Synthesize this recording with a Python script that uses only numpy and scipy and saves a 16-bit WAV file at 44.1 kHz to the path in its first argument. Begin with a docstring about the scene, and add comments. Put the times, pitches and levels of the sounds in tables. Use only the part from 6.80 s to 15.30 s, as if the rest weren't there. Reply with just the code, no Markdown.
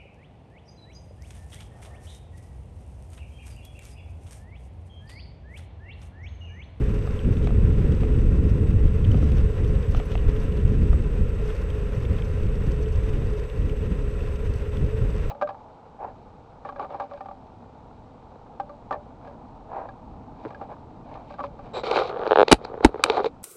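"""Wind buffets a microphone riding on an electric scooter as it cruises along a country road.
Under it the tyres roar on the asphalt, the hub motor's torque ripple whines and the
controller's switching currents whistle thinly. Bumps knock the bodywork, make the
panels buzz and set small loose parts ticking and chinking."""
import sys
import numpy as np
from scipy import signal
from scipy.fft import rfft, irfft, next_fast_len
from scipy.io import wavfile
from scipy.ndimage import uniform_filter1d

SR = 44100
rng = np.random.default_rng(int(sys.argv[2]) if len(sys.argv) > 2 else 0)


def file_out(sig):
    """Save sig as 16-bit WAV at sys.argv[1]."""
    # one column per channel
    cols = np.atleast_2d(sig).T
    # limit, then scale
    lim = np.clip(cols, -1, 1)
    pcm = np.round(lim * 32767).astype(np.int16)
    wavfile.write(sys.argv[1], SR, pcm)


N = 374850
TIME = np.arange(N) / SR

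# Each row: time in seconds, wind level in dB, relative level of the finer eddies in dB.
WIND_LEVELS = [(0, -20.5, -3), (.16, -21, -6.5), (.25, -25.5, -7), (.42, -23, -7.5), (.45, -21.5, -3.5),
               (.75, -18.5, -6.5), (1.05, -19, -3), (1.2, -19.5, -5.5), (1.45, -16, -8),
               (1.85, -19.5, -3.5), (2.1, -19.5, -9.5), (2.35, -18.5, -5.5), (2.62, -16.5, -9.5),
               (2.95, -19, -9), (3.27, -24.5, -9.5), (3.4, -20.5, -11), (3.72, -24, -6), (3.98, -19, -3),
               (4.35, -23, -9), (4.9, -25, -12), (5.33, -25, -8), (5.7, -23.5, -13), (5.9, -23.5, -6),
               (6.1, -23, -13.5), (6.35, -22, -9), (6.6, -25.5, -13), (6.82, -24.5, -6.5),
               (7.4, -24.5, -12.5), (7.9, -27.5, -9), (8.03, -25, -10), (8.5, -23.5, -10)]
# Each row: peak time in seconds, length in seconds, buffet rise in dB, eddy rise in dB.
WIND_GUSTS = [(0.477, 0.034, 7.5, 7), (0.52, 0.021, 8, -2), (0.782, 0.026, 10.5, 1), (0.868, 0.081, 5, 0.5),
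              (1.49, 0.058, 1, -3), (1.954, 0.049, 4.5, 0.5), (2.052, 0.041, 7.5, 2),
              (2.298, 0.069, 5.5, -0.5), (2.64, 0.061, 2.5, -1), (2.357, 0.036, 2, 5.5),
              (2.437, .04, 1.5, 2.5), (3.09, 0.033, 5.5, -1), (3.17, 0.023, 11, -1),
              (3.479, 0.037, 8.5, -1), (3.846, 0.025, 11, -4), (4.016, 0.044, 5, 0),
              (4.126, 0.052, 9, -5.5), (4.418, .066, 6.5, 6), (5.322, 0.04, 7.5, 6.5), (5.663, 0.055, 5, 5),
              (5.895, 0.047, 3.5, 6), (6.173, 0.036, 5, -1), (6.4, 0.035, 1, 5), (6.814, 0.045, 6, -2),
              (6.863, 0.035, 5.5, 5.5), (7.105, 0.054, 0, 8), (7.684, 0.063, 4, -1),
              (8.029, 0.072, 5, 10.5), (8.235, .05, 6.5, 4.5)]
# Each row: centre time in seconds, length in seconds, level change in dB.
WIND_LULLS = [(0.402, 0.056, -7), (0.555, .025, -5), (1.277, .04, -3.5), (2.127, 0.049, -1),
              (2.74, 0.11, -8.5), (3.038, 0.046, -7.5), (3.243, 0.06, -6), (4.745, 0.071, -4),
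              (5.113, 0.04, -1.5), (6.052, 0.052, -0.5), (6.477, .04, 2), (6.7, 0.12, -6),
              (7.348, 0.034, -3), (8.111, 0.034, -5)]
# Each row of both spectra: frequency in Hz, relative density in dB.
BUFFET_SPECTRUM = [(8, -16.5), (20, -0.5), (45, 2.5), (75, -0.1), (110, -6.5), (160, -20.5), (260, -38.5),
                   (600, -60), (8000, -110)]
EDDY_SPECTRUM = [(50, -27), (100, -3), (135, 2.5), (195, -2.5), (260, -8), (340, -11.5), (480, -19),
                 (650, -40), (1500, -48.5), (15000, -87.5)]
def wind(flutter_db=2.0, eddy_trim_db=-1, turbulence_db=0.4):
    """Large eddies push on the microphone; finer ones break off in quick spurts."""
    flow_db, fine_db = curves(WIND_LEVELS)
    thump_db = sum(db * swell(s, length_s) for s, length_s, db, _ in WIND_GUSTS)
    spurt_db = sum(db * swell(s, length_s) for s, length_s, _, db in WIND_GUSTS)
    lull_db = sum(db * swell(s, length_s) for s, length_s, db in WIND_LULLS)
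    buffet = steady(colour(noise(), BUFFET_SPECTRUM), span_s=0.0692) * undb(thump_db)
    eddies = colour(noise(), EDDY_SPECTRUM) * undb(flutter_db * walk(45))
    eddies = steady(eddies, span_s=0.08) * undb(fine_db + eddy_trim_db + spurt_db)
    return undb(flow_db + lull_db + turbulence_db * walk(12)) * (buffet + eddies)


# Each row: time in seconds, road coarseness as a shaking level in dB.
ROAD_COARSENESS = [(0, -63.5), (.6, -68), (1.2, -66), (1.5, -68.5), (2.12, -70), (2.53, -63.5), (2.68, -67),
                   (3.2, -65), (3.6, -64.5), (3.8, -65), (4.58, -67.5), (4.69, -64), (4.8, -66.5),
                   (5.35, -66.5), (5.7, -68.5), (5.9, -65), (7.2, -67.5), (8.0, -67), (8.45, -64.5)]
# Each row: peak time in seconds, length in seconds, rise of the roar in dB.
ROUGH_PATCHES = [(1.024, .1, 2), (3.596, 0.08, 2), (4.688, 0.063, 3.5), (5.385, 0.054, 2), (6.25, 0.046, 4),
                 (7.421, 0.11, 1.5)]
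# Each row: frequency in Hz, relative density in dB.
ROAR_SPECTRUM = [(150, -5.5), (380, 10.5), (540, 3.5), (640, 2.5), (800, 0), (1200, 0.5), (1600, -0.5),
                 (2200, -4), (2850, -7.5), (3200, -11.5), (3700, -10.5), (4200, -19.5), (6100, -19),
                 (7200, -27), (12000, -31), (15000, -37)]
# Each row: frequency in Hz, width in Hz, rms level in dB.
WHEEL_FRAME_MODES = [(426.4, 41, -44), (458.2, 10.8, -47), (491.4, 54, -45), (544, 39, -50.5),
                     (1015, 87, -58.5), (1358, 38, -61.5), (1914, 72, -63), (2623, 280, -59)]
def tyres(roar_db=-46.0, grain_db=1.29, road_response=0.41):
    """Tread on asphalt: a grainy roar, louder on coarse patches, that rings wheels and frame."""
    patch_db = sum(db * swell(s, length_s) for s, length_s, db in ROUGH_PATCHES)
    road_db, = curves(ROAD_COARSENESS)
    contact = undb(grain_db * walk(70) + road_response * (road_db - road_db.mean()))
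    roar = undb(roar_db + patch_db) * unit(colour(noise() * contact, ROAR_SPECTRUM))
    ringing = sum(undb(db) * steady(resonate(noise() * contact, hz, width_hz), span_s=0.12)
                  for hz, width_hz, db in WHEEL_FRAME_MODES)
    return roar + ringing


# Speed and load. Each row: time in seconds, base pitch in Hz, base level in dB.
MOTOR_CRUISE = [(0, 415, -44), (.28, 424.6, -42.5), (.6, 417, -39), (1.2, 422.2, -43), (1.58, 423, -41),
                (1.73, 412, -36.5), (1.92, 425.7, -44), (2.17, 426.5, -42), (2.3, 422.5, -46),
                (2.8, 418, -41.5), (3.35, 416.6, -42), (3.75, 417.4, -42.5), (4.1, 420.3, -44.5),
                (4.5, 411, -41), (4.83, 420.3, -47.5), (5.06, 411.5, -43.5), (5.6, 410.8, -42.5),
                (6.0, 419, -41), (6.45, 418, -42.5), (6.7, 420.7, -41.5), (7.3, 417, -40.5),
                (7.85, 413.7, -41.5), (8.5, 420, -46.5)]
# The driven wheel runs light or is pressed down.
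# Each row: peak time in seconds, pitch change in Hz, level change in dB.
MOTOR_SURGES = [(.51, -9, 0), (.74, 7, -0.5), (.94, 8, -1), (1.02, -8, 3), (1.15, 7, 2.5), (1.28, 4, 3.5),
                (2.33, -14, 1), (2.44, 14, 4.5), (2.67, 7, 3), (2.87, 7, -0.5), (3.06, 6, -1),
                (3.46, -6, 0), (3.57, 19, 1.5), (3.88, 10, 1), (4.69, 12, 5.5), (4.95, 6, -2),
                (5.419, 12, 2), (6.05, 16, 1.5), (6.19, -6, -3), (6.27, 13, 2.5), (6.56, 5.5, 3),
                (6.69, 4, 0.5), (7.15, 3.5, -4), (7.41, 7, -1), (8.16, 21.5, 6), (8.38, 13, 4)]
def motor(trim_db=-1.3, rough_db=2.0, jitter_hz=4, surge_s=0.0988,
          frame_hz=435, half_width_hz=9, lift_db=6):
    """Hub motor torque ripple: one tone that wavers with speed and swells near a frame resonance."""
    cruise_hz, load_db = curves(MOTOR_CRUISE)
    hz = cruise_hz + sum(change_hz * swell(s, surge_s) for s, change_hz, _ in MOTOR_SURGES)
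    surge_db = sum(db * swell(s, surge_s) for s, _, db in MOTOR_SURGES)
    resonance_db = lift_db / (1 + ((hz - frame_hz) / half_width_hz) ** 2)
    level_db = load_db + trim_db + surge_db + resonance_db + rough_db * walk(40)
    return undb(level_db) * tone(hz + jitter_hz * walk(30))


# Each row: start in seconds, thud peak in dB, favoured pitch in Hz, crack relative to thud in dB.
BODY_KNOCKS = [(.2748, -25, 1300, -16), (0.6726, -21.5, 700, -6.5), (.693, -32, 700, -14),
               (.707, -25.5, 1000, -25), (.837, -35, 850, -11), (1.105, -37, 1000, -18),
               (1.234, -24.5, 700, -9.5), (2.345, -23.5, 900, -15), (2.381, -31, 700, -11),
               (2.428, -26.5, 1150, -18), (2.876, -39, 1000, -8), (3.148, -18.5, 1299, -13),
               (3.173, -33, 700, -2), (3.2, -23, 700, -6), (3.354, -19.5, 780, -7),
               (4.131, -22.5, 1150, -19)]
# Each row: frequency in Hz, relative level in dB, t60 in seconds.
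BODY_MODES = [(637, 10, .018), (712, 7.5, .04), (764, 6, .034), (860, 3, 0.022), (970, 2.5, .014),
              (1200, 9, 0.023), (1265, 2.5, 0.023)]
# Each row: frequency in Hz, relative density in dB.
CRACK_SPECTRUM = [(300, -23), (800, -4), (1500, 6), (2300, 13), (3200, 7), (4200, -8), (5500, -24),
                  (15000, -36)]
def knocks(falloff_db_per_octave=6, scrape_db=-17, scrape_s=0.002):
    """Each bump rings the bodywork with a thud and a dry crack: one hard contact, then a scrape."""
    out, t = np.zeros(N), TIME[:SR // 10]
    for s, db, pitch_hz, crack_db in BODY_KNOCKS:
        modes = [(hz, mode_db - falloff_db_per_octave * abs(np.log2(hz / pitch_hz)), t60_s)
                 for hz, mode_db, t60_s in BODY_MODES]
        impulse = t == 0
        scrape = undb(scrape_db) * rng.standard_normal(len(t)) * np.exp(-t / scrape_s)
        add(out, s, ring(t, modes), db)
        add(out, s, colour(impulse + scrape, CRACK_SPECTRUM), db + crack_db)
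    return out


# Each row: start in seconds, peak in dB, treble change in dB.
SHARP_TICKS = [(.3909, -35.5, -5), (.569, -38, -2), (.628, -41, -2), (.643, -40, 5), (1.1214, -40.5, 1),
               (2.2437, -37, -6), (2.2493, -34.5, 6), (2.3156, -34, 11), (2.5187, -37.5, 3),
               (2.582, -40.5, 12), (2.7791, -42, -2), (2.846, -37, 9), (3.03, -41, -3), (3.1686, -37, 11),
               (3.318, -37, 4), (3.3767, -34.5, -3), (3.564, -41, 2), (3.7219, -40, -6), (4.7017, -41, -1),
               (4.902, -35, 3), (5.2515, -34, 0), (5.3651, -40, 1), (5.385, -41, -3), (5.42, -36, -3),
               (6.0596, -41, -3), (6.3346, -40, -1), (6.699, -37, -3), (6.8957, -36, 4), (7.4061, -40, -3),
               (7.97, -35.5, -1)]
# Each row: frequency in Hz, relative density in dB.
TICK_SPECTRUM = [(700, -29), (2000, 0.5), (3000, 10), (3650, 2), (4200, -9), (5300, -18), (6100, -16),
                 (7000, -20), (9500, -23), (11000, -23), (15000, -30)]
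def ticks(treble_hz=4500):
    """Jolted loose parts tick sharply, dull or bright."""
    out = np.zeros(N)
    for s, db, treble_db in SHARP_TICKS:
        spectrum = [(hz, band_db + treble_db * (hz > treble_hz)) for hz, band_db in TICK_SPECTRUM]
        add(out, s, clack(spectrum, decay_s=0.003), db)
    return out


# Each row: start in seconds, level in dB, treble change in dB.
FITTING_CHINKS = [(1.695, -46, 2), (2.315, -47, -3), (2.43, -48, -2), (2.569, -45, -4), (2.877, -47, -3),
                  (3.112, -46, 3), (3.166, -42, -6), (3.255, -45, 11), (3.6, -47, 0), (3.632, -47, 11),
                  (3.765, -51, 5), (4.657, -49, -2), (4.673, -55, 0), (4.815, -51, 5), (5.15, -50, -10),
                  (5.446, -45, 1), (5.857, -52, 5), (5.911, -48, -4), (6.025, -45.5, -4), (6.127, -49, -1),
                  (7.512, -52, 4), (7.537, -52, 7), (7.759, -46, 3), (7.968, -51, 6), (7.997, -52, 8)]
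# Each row: frequency in Hz, relative level in dB, t60 in seconds.
FITTING_MODES = [(4460, -1, .055), (5130, -3, 0.04), (5520, -4, 0.072), (6090, 1, 0.05), (7250, -9, .03),
                 (9400, -13, .025), (10920, -0.5, .018), (11900, -10, .018)]
def chinks(trim_db=0.5, treble_hz=8500, bounce_db=-5.0):
    """A small metal fitting strikes, rings and bounces once."""
    out, t = np.zeros(N), TIME[:SR // 10]
    for s, db, treble_db in FITTING_CHINKS:
        modes = [(hz, mode_db + treble_db * (hz > treble_hz), t60_s)
                 for hz, mode_db, t60_s in FITTING_MODES]
        add(out, s, ring(t, modes), db + trim_db)
        bounce_s = s + rng.uniform(0.0033, 0.0065)
        add(out, bounce_s, ring(t, modes), db + trim_db + bounce_db)
    return out


# Each row: peak time in seconds, length in seconds, rms level at the peak in dB.
PANEL_BURSTS = [(0.652, .05, -55), (2.42, 0.12, -60), (3.165, 0.055, -56), (3.334, .055, -54)]
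# Each row: frequency in Hz, relative density in dB.
PANEL_SPECTRUM = [(400, -20), (780, 9.5), (1300, -17), (2000, -6), (3200, 3), (3900, 1), (4500, -6.5),
                  (6100, -5.5), (9000, -23), (15000, -27)]
def judder(rough_db=1.0):
    """Around the hardest jolts the panels buzz against each other in a short, uneven clatter."""
    envelope = sum(undb(db) * swell(s, length_s) for s, length_s, db in PANEL_BURSTS)
    buzz = noise() * undb(rough_db * walk(250))
    return envelope * unit(colour(buzz, PANEL_SPECTRUM))


# Each row: frequency in Hz, relative density in dB.
CHATTER_SPECTRUM = [(1200, -23), (3000, 7.5), (4000, -6.5), (4450, 5), (5300, -1), (6100, 1.5),
                    (7000, -8.5), (9500, -11), (11000, -11.5), (13000, -21), (15000, -22.5)]
def chatter(trim_db=-0.5, hits_per_s=90, spread_db=3.7, decay_s=0.0025, road_response=1.3):
    """Grit and small fittings make many faint ticks, harder where the road is coarse."""
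    hits = rng.random(N) < hits_per_s / SR
    strength = undb(spread_db * np.minimum(rng.exponential(size=N), 3))
    envelope = signal.lfilter([1], [1, -np.exp(-1 / (decay_s * SR))], hits * strength)
    road_db, = curves(ROAD_COARSENESS)
    shake_db = road_db.mean() + road_response * (road_db - road_db.mean())
    return undb(shake_db + trim_db) * unit(colour(envelope * noise(), CHATTER_SPECTRUM))


def rattles(tick_db=-45, spread_db=0.5, road_response=0.6, count=14):
    """The loose parts also tick faintly at random, harder where the road is coarse."""
    out = np.zeros(N)
    road_db, = curves(ROAD_COARSENESS)
    level_db = tick_db + road_response * (road_db - road_db.mean())
    for i in rng.integers(N, size=count):
        tick = clack(TICK_SPECTRUM, decay_s=0.0033)
        add(out, TIME[i], tick, level_db[i] - spread_db * rng.uniform(-1, 1))
    return out


# Each row: pitch in Hz, level in dB, wander in Hz, flutter in dB.
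SWITCHING_LINES = [(6293, -80, .5, 0), (6324, -82, .5, 0), (7306, -87, 9, 2), (7585, -87, 5, 2),
                   (7812, -76, 3, 2), (7866, -75.5, 5, 3), (8147, -77.5, 4, 3), (8204, -81, 4, 3),
                   (12617, -80, .5, 0)]
def controller(trim_db=-1.0):
    """Switching currents make the windings whistle, with a narrow hiss around the strongest lines."""
    whistles = np.zeros(N)
    for hz, db, wander_hz, flutter_db in SWITCHING_LINES:
        flutter = undb(flutter_db * walk(18))
        whistles += undb(db + trim_db) * unit(flutter * tone(hz + wander_hz * walk(25)))
    narrow_hiss = undb(-74) * resonate(noise(), hz=7840, width_hz=220)
    wider_hiss = undb(-75) * resonate(noise(), hz=8220, width_hz=550)
    return whistles + narrow_hiss + wider_hiss


def ring(t, modes):
    """Struck modes, slightly different at each blow."""
    hz, db, t60_s = np.transpose(modes)[:, :, None]
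    detune, scatter_db = rng.standard_normal((2, len(hz), 1))
    sines = np.sin(2 * np.pi * hz * (1 + 0.012 * detune) * t)
    decay = np.exp(-np.log(1000) * t / t60_s)
    return np.sum(undb(db + scatter_db) * sines * decay, axis=0)


def clack(spectrum, decay_s):
    """Hard parts colliding: a fast-decaying burst of coloured noise."""
    t = TIME[:SR // 10]
    return colour(rng.standard_normal(len(t)) * np.exp(-t / decay_s), spectrum)


def colour(x, spectrum):
    """Causal filter with the given (Hz, dB) outline, built from its cepstrum."""
    hz, db = np.transpose(spectrum)
    size = 2 * next_fast_len(len(x))
    bins_hz = np.maximum(np.fft.rfftfreq(size, 1 / SR), 1)
    gain = undb(np.interp(np.log(bins_hz), np.log(hz), db))
    cepstrum = irfft(np.log(gain))
    cepstrum[1:size // 2] *= 2
    cepstrum[size // 2 + 1:] = 0
    return irfft(rfft(x, size) * np.exp(rfft(cepstrum)))[:len(x)]


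def resonate(x, hz, width_hz):
    """A steep resonance: the same band-pass twice, rms 1."""
    b, a = signal.iirpeak(hz, hz / (1.55 * width_hz), fs=SR)
    return unit(signal.lfilter(b, a, signal.lfilter(b, a, x)))


def tone(hz):
    """A sine of rms 1 on a moving pitch."""
    return np.sqrt(2) * np.sin(2 * np.pi * (np.cumsum(hz) / SR + rng.random()))


def noise():
    """White noise."""
    return rng.standard_normal(N)


def walk(rate_hz):
    """Smooth random drift of spread 1, changing about rate_hz times a second."""
    hold = int(SR / rate_hz)
    steps = np.repeat(rng.standard_normal(N // hold + 1), hold)
    return unit(uniform_filter1d(steps, hold)[:N])


def swell(s, length_s):
    """A smooth rise and fall of height 1 around time s, length_s wide at half height."""
    out = np.zeros(N)
    near = slice(*np.searchsorted(TIME, [s - length_s, s + length_s]))
    out[near] = np.cos(np.pi / 2 * (TIME[near] - s) / length_s) ** 2
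    return out


def curves(table):
    """Each column after the first, joined by straight lines in time."""
    s, *columns = np.transpose(table)
    return [np.interp(TIME, s, column) for column in columns]


def steady(x, span_s):
    """Even out swells slower than span_s."""
    return x / np.sqrt(uniform_filter1d(x ** 2, int(span_s * SR)))


def add(out, s, x, peak_db):
    """Mix x in at time s with its peak at peak_db."""
    i = int(s * SR)
    out[i:i + len(x)] += (x * undb(peak_db) / np.abs(x).max())[:N - i]


def undb(db):
    """Decibels to gain."""
    return 10 ** (np.asarray(db) / 20)


def unit(x):
    """Scale to rms 1."""
    return x / np.std(x)


def scene():
    """Everything travels with the microphone, in open air; mono."""
    cruising = wind() + tyres() + motor() + controller()
    shaking = knocks() + ticks() + chinks() + judder() + chatter() + rattles()
    return (cruising + shaking)[None]


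def record(dry, cutoff_hz=15200):
    """The camera on the scooter cuts the top of the treble."""
    return signal.sosfilt(signal.ellip(10, 0.1, 80, cutoff_hz, fs=SR, output="sos"), dry)


dry = scene()
out = record(dry)
file_out(out)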